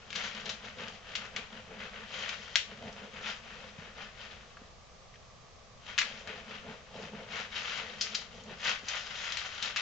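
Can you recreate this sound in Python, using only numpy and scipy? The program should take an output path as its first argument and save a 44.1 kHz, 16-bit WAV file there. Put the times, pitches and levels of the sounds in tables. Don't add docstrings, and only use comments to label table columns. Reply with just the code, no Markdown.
import sys
import numpy as np
from scipy import signal
from scipy.fft import rfft, irfft
from scipy.io import wavfile
from scipy.ndimage import uniform_filter1d

SR = 44100
rng = np.random.default_rng(int(sys.argv[2]) if len(sys.argv) > 2 else 0)


def put_to_file(sound):
    columns = np.atleast_2d(sound).T
    safe = np.clip(columns, -1, 1)
    whole_steps = np.round(safe * 32767)
    wavfile.write(sys.argv[1], SR, whole_steps.astype(np.int16))


N = 432621
TIME = np.arange(N) / SR

# frequency in Hz, gain in dB.
VENTILATION_COLOUR = [(20, -8.5), (54, -3.5), (81, -5.5), (125, -8), (228, -14), (300, -22.5), (480, -12),
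                      (660, -12), (950, -19), (1160, -12), (1400, -21.5), (2120, -21.5), (6380, -24.5),
                      (8000, -35)]
# start in seconds, length in seconds.
ROOTING_BOUTS = [(0.0, 4.42), (5.88, 3.4)]
# start in seconds, length in seconds, relative level of the sliding
# food in dB, relative push on the bucket in dB, brightness of the ticks in dB.
MUZZLE_SHOVES = [ (0.161, 0.038, -39, -50.5, 5.5), (0.246, 0.014, -37.5, -47, 5.5),
                 (0.354, 0.042, -44.5, -52, 0), (0.457, 0.062, -45, -48, 2.5),
                 (0.646, 0.022, -45, -48.5, 2.5), (0.798, 0.041, -42, -45, -0.5),
                 (0.872, 0.016, -50, -51, -8), (0.943, 0.014, -53.5, -58, 6),
                 (1.075, 0.18, -46, -56.5, -1.5), (1.366, 0.027, -40.5, -47, -12),
                 (1.531, 0.044, -49, -51, -4), (1.705, 0.032, -53, -48.5, -10),
                 (1.796, 0.057, -44.5, -50.5, -2), (1.943, 0.096, -47.5, -53, -3),
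                 (2.125, 0.19, -40, -52.5, 3.5), (2.355, 0.2, -53, -60.5, 8),
                 (2.696, 0.035, -50, -53.5, -3), (2.827, 0.053, -50.5, -42.5, 1),
                 (2.963, 0.09, -49.5, -50.5, -4), (3.14, 0.09, -45.5, -52, -2.5),
                 (3.259, 0.035, -38, -50.5, 4.5), (3.34, 0.02, -47.5, -59, -1),
                 (3.448, 0.24, -50.5, -57, 0.5), (3.795, 0.081, -48.5, -54.5, -6),
                 (3.987, 0.051, -43.5, -55, -2), (4.195, 0.057, -48, -67, 2), (4.31, 0.027, -52, -59.5, 2),
                 (4.424, 0.23, -63.5, -71, 4), (5.873, 0.042, -45, -61, 2.5), (6.04, 0.16, -49, -54, 6.5),
                 (6.293, 0.026, -42, -46, -9.5), (6.37, 0.018, -50, -50, 0.5), (6.5, 0.051, -44, -50, -1.5),
                 (6.665, 0.059, -50, -45, -3), (6.956, 0.11, -50.5, -45.5, 4.5),
                 (7.14, 0.1, -49, -46.5, -5), (7.321, 0.1, -39.5, -48, 2.5), (7.554, 0.054, -38, -55.5, 5),
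                 (7.656, 0.13, -40, -57.5, 5.5), (7.787, 0.14, -46.5, -51.5, 3.5),
                 (7.999, 0.21, -48, -56, 10), (8.346, 0.06, -59, -53, 12.5), (8.491, 0.032, -48, -45.5, -2),
                 (8.659, 0.034, -30.5, -49.5, 6.5), (8.891, 0.087, -37.5, -67, 5),
                 (9.022, 0.12, -44.5, -76, 7), (9.177, 0.29, -41.5, -65, 7.5),
                 (9.523, 0.054, -44.5, -65, 7.5), (9.636, 0.049, -38.5, -53.5, 7),
                 (9.785, 0.02, -37.5, -72, 3)]
# frequency in Hz, gain in dB.
FOOD_COLOUR = [(240, -41.5), (450, -4.5), (650, -2), (940, -5), (1470, 2), (2000, -3.5), (2400, -2),
               (3200, -2), (4000, -9), (6300, -14.5), (7150, -17.5), (8000, -38)]
# pitch in Hz, width in Hz, gain in dB.
WALL_MODES = [(1512, 27, -15), (1948, 110, -6.5), (3190, 240, -17)]
# pitch in Hz, width in Hz, relative drive in dB.
BUCKET_MODES = [(101, 70, -13.5), (161, 66, -8), (210.7, 29.7, 3.5), (252.5, 25, -6), (464, 116, 3),
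                (517, 90, 3.5), (656, 89, -4.5), (852, 220, -13.5)]
# start in seconds, relative level in dB,
# pitch in Hz, seconds for the crumbling to fall 60 dB.
PIECE_SNAPS = [(0.1042, -34, 3160, 0.008), (0.129, -29.5, 2070, 0.0059), (0.153, -36, 3400, 0.034),
               (0.157, -29, 3220, 0.025), (0.3492, -36.5, 3900, .008), (0.456, -38, 3500, 0.039),
               (0.4922, -31.5, 3350, 0.055), (0.8827, -29.5, 3600, 0.0019), (1.1527, -28, 3250, 0.039),
               (1.2524, -41, 2720, 0.0061), (1.3627, -29, 2530, 0.028), (2.2906, -28, 2860, 0.013),
               (2.5567, -8, 3370, 0.0042), (2.774, -41, 2340, 0.0044), (2.927, -44.5, 5500, 0.0076),
               (5.979, -20, 2640, 0.011), (5.9852, -19, 3000, 0.033), (6.015, -20, 2020, 0.0081),
               (6.2739, -35.5, 2010, 0.015), (7.401, -34, 2440, 0.0091), (8.01, -29, 5400, 0.067),
               (8.0123, -29, 4700, 0.048), (8.147, -30, 4200, 0.019), (8.1499, -27, 4200, 0.039),
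               (8.437, -47, 6800, .008), (8.885, -28.5, 5760, 0.016), (9.322, -27.5, 3800, 0.012),
               (9.371, -25.5, 3450, 0.01), (9.625, -31.5, 3640, 0.078), (9.761, -28, 2370, 0.06),
               (9.77, -24.5, 2860, 0.015)]
# frequency in Hz, gain in dB.
SNAP_COLOUR = [(200, -22), (600, -2.5), (1300, 8), (3000, 3), (5500, 0), (6900, -1.5), (7800, -15)]
# start in seconds, relative level in dB, pitch in Hz.
BUCKET_KNOCKS = [(2.558, -32, 750), (3.785, -36, 118), (4.570, -36.5, 1310), (4.613, -44, 270),
                 (5.140, -45, 1800), (5.156, -46, 1800), (8.833, -43, 304)]
# frequency in Hz, left minus right in dB.
LEFT_BIAS = [(500, 1), (1100, 1), (2000, 5.5), (4000, 8), (7000, 2)]


def undb(db):
    return 10 ** (np.asarray(db) / 20)


def unit(x):
    return x / np.sqrt(np.mean(x ** 2))


def colour(x, points, size=2048):
    hz, db = np.transpose(points)
    bin_hz = np.maximum(np.fft.rfftfreq(size, 1 / SR), 1)
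    gain = undb(np.interp(np.log(bin_hz), np.log(hz), db))
    cepstrum = irfft(np.log(gain))
    cepstrum[1:size // 2] *= 2
    cepstrum[size // 2 + 1:] = 0
    response = irfft(np.exp(rfft(cepstrum)))
    return signal.oaconvolve(np.atleast_2d(x), response[None], axes=-1)[:, :x.shape[-1]]


def ring(x, hz, width_hz):
    return signal.lfilter(*signal.iirpeak(hz, max(hz / width_hz, .5), fs=SR), x)


def noise_pair(count, likeness):
    mid, side = rng.standard_normal((2, count))
    return np.sqrt((1 + likeness) / 2) * mid + np.sqrt((1 - likeness) / 2) * np.array([side, -side])


def wander(rate):
    hold = int(SR / rate)
    levels = rng.standard_normal(N)
    step = (np.arange(N) + rng.integers(SR)) // hold
    return uniform_filter1d(levels[step], hold)


def contacts(rate, scatter_db, limit_db=22):
    chance, size, sign = rng.random(N), rng.exponential(size=N), rng.choice([-1, 1], N)
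    return (chance < rate / SR) * sign * undb(np.minimum(scatter_db * size, limit_db))


def add(out, start_s, x):
    i = int(start_s * SR)
    out[:, i:i + x.shape[-1]] += x[:, :N - i]


def to_microphone(x, bucket_db, room_db, likeness, shelf_s=.0042, shelf_db=-5,
                  bucket_t60=0.11, room_t60=0.29, room_build_s=0.013):
    t = TIME[:SR // 2]
    walls = undb(-60 * t / bucket_t60)
    room = undb(-60 * t / room_t60) * np.minimum(t / room_build_s, 1) ** 2
    walls = undb(bucket_db) * walls / np.linalg.norm(walls)
    room = undb(room_db) * room / np.linalg.norm(room)
    response = np.hypot(walls, room) * noise_pair(len(t), likeness)
    response[:, 0] += 1
    slap = int(shelf_s * SR)
    response[[0, 1], [slap, slap + 2]] += undb(shelf_db)
    response /= np.linalg.norm(response[0])
    return signal.oaconvolve(x[None], response, axes=-1)[:, :len(x)]


def ventilation(level_db=-54.5, split_hz=1200):
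    rumble = signal.lfilter(*signal.butter(1, split_hz, fs=SR), noise_pair(N, likeness=.59))
    hiss = signal.lfilter(*signal.butter(1, split_hz, "high", fs=SR), noise_pair(N, likeness=.15))
    return unit(colour(rumble + hiss, VENTILATION_COLOUR)) * undb(level_db)


def movement(start_s, length_s, build_db_per_s=320, ease_db_per_s=2, settle_db_per_s=220):
    t = TIME - start_s
    return undb(build_db_per_s * np.clip(t, -1, 0)
                - ease_db_per_s * np.clip(t, 0, min(length_s, .5))
                - settle_db_per_s * np.clip(t - length_s, 0, 1))


def rooting(fidget_food_db=-58.5, fidget_push_db=-62):
    fidget = sum(movement(*bout) for bout in ROOTING_BOUTS)
    power = np.outer(undb([fidget_food_db, fidget_food_db, fidget_push_db]), fidget) ** 2
    for start_s, length_s, food_db, push_db, bright_db in MUZZLE_SHOVES:
        gains = undb([food_db, food_db + bright_db, push_db])
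        power += np.outer(gains ** 2, movement(start_s, length_s) ** 2)
    return np.sqrt(power)


def food_rustle(slide, bright, gain_db=-4.5, wall_exponent=0.78, treble_hz=3900):
    flicker_db = .8 * wander(rate=80)
    heap = 0
    for hz in np.geomspace(1200, 6500, num=8):
        ticks = contacts(rate=480, scatter_db=4.0, limit_db=19)
        ticks = unit(0.2 * ticks + ring(ticks, hz, width_hz=1500))
        ticks *= slide * undb(flicker_db + 1.5 * wander(rate=12))
        shelf_s = rng.uniform(.001, .007)
        heap = heap + to_microphone(ticks, bucket_db=0, room_db=-3, likeness=.2, shelf_s=shelf_s)
    heap = colour(heap, FOOD_COLOUR)
    wall_rings = [undb(db) * ring(heap, hz, width_hz) for hz, width_hz, db in WALL_MODES]
    heap = heap + (bright / slide) ** wall_exponent * sum(wall_rings)
    treble = signal.sosfilt(signal.butter(2, treble_hz, "high", fs=SR, output="sos"), heap)
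    treble = signal.sosfilt(signal.butter(2, treble_hz, "high", fs=SR, output="sos"), treble[:, ::-1])
    return undb(gain_db) * (heap + treble[:, ::-1] * (bright / slide - 1))


def bucket_drumming(push, gain_db=-0.5):
    body = 0
    for hz, width_hz, db in BUCKET_MODES:
        grind = contacts(rate=700, scatter_db=3) * undb(db + wander(rate=14))
        body += ring(ring(grind, hz, width_hz), hz, width_hz)
    drum = to_microphone(body, bucket_db=-15, room_db=-13, likeness=.7, shelf_s=.001)
    return unit(drum) * push * undb(gain_db)


def piece_snaps(gain_db=4, crack_share=0.57, low_cut_ratio=0.54):
    out, t = np.zeros((2, N)), TIME[:SR // 2]
    for start_s, db, hz, t60 in PIECE_SNAPS:
        force = undb(-60 * t / t60)
        spectrum = rfft(force * rng.standard_normal(len(t)), SR)
        crack = irfft(spectrum / np.abs(spectrum) ** .75)[:len(t)]
        piece = colour(crack_share * crack + ring(crack, hz, width_hz=1500), SNAP_COLOUR)[0]
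        piece = signal.lfilter(*signal.butter(2, low_cut_ratio * hz, "high", fs=SR), piece)
        piece *= np.linalg.norm(force) / np.linalg.norm(piece)
        snap = to_microphone(piece, bucket_db=-2, room_db=-3, likeness=.15)
        add(out, start_s, undb(db + gain_db) * snap)
    return out


def bucket_knocks(t60=0.025):
    out, t = np.zeros((2, N)), TIME[:SR // 2]
    for start_s, db, hz in BUCKET_KNOCKS:
        blow = rng.standard_normal(len(t)) * undb(-60 * t / t60)
        blow = ring(ring(blow, hz, width_hz=hz), hz, width_hz=hz)
        blow /= np.abs(blow).max()
        add(out, start_s, undb(db) * to_microphone(blow, bucket_db=-12, room_db=-9, likeness=.9))
    return out


def scene():
    slide, bright, push = rooting()
    left, right = food_rustle(slide, bright) + piece_snaps() + bucket_drumming(push) + bucket_knocks()
    left = colour(left, [(hz, db / 2) for hz, db in LEFT_BIAS])
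    right = colour(right, [(hz, -db / 2) for hz, db in LEFT_BIAS])
    return np.vstack([left, right]) + ventilation()


def record(dry, hollow_hz=305, hollow_depth=0.35, top_hz=7750):
    hollowed = dry - hollow_depth * ring(dry, hollow_hz, width_hz=70)
    return signal.sosfilt(signal.ellip(8, .2, 70, top_hz, fs=SR, output="sos"), hollowed)


dry = scene()
out = record(dry)
put_to_file(out)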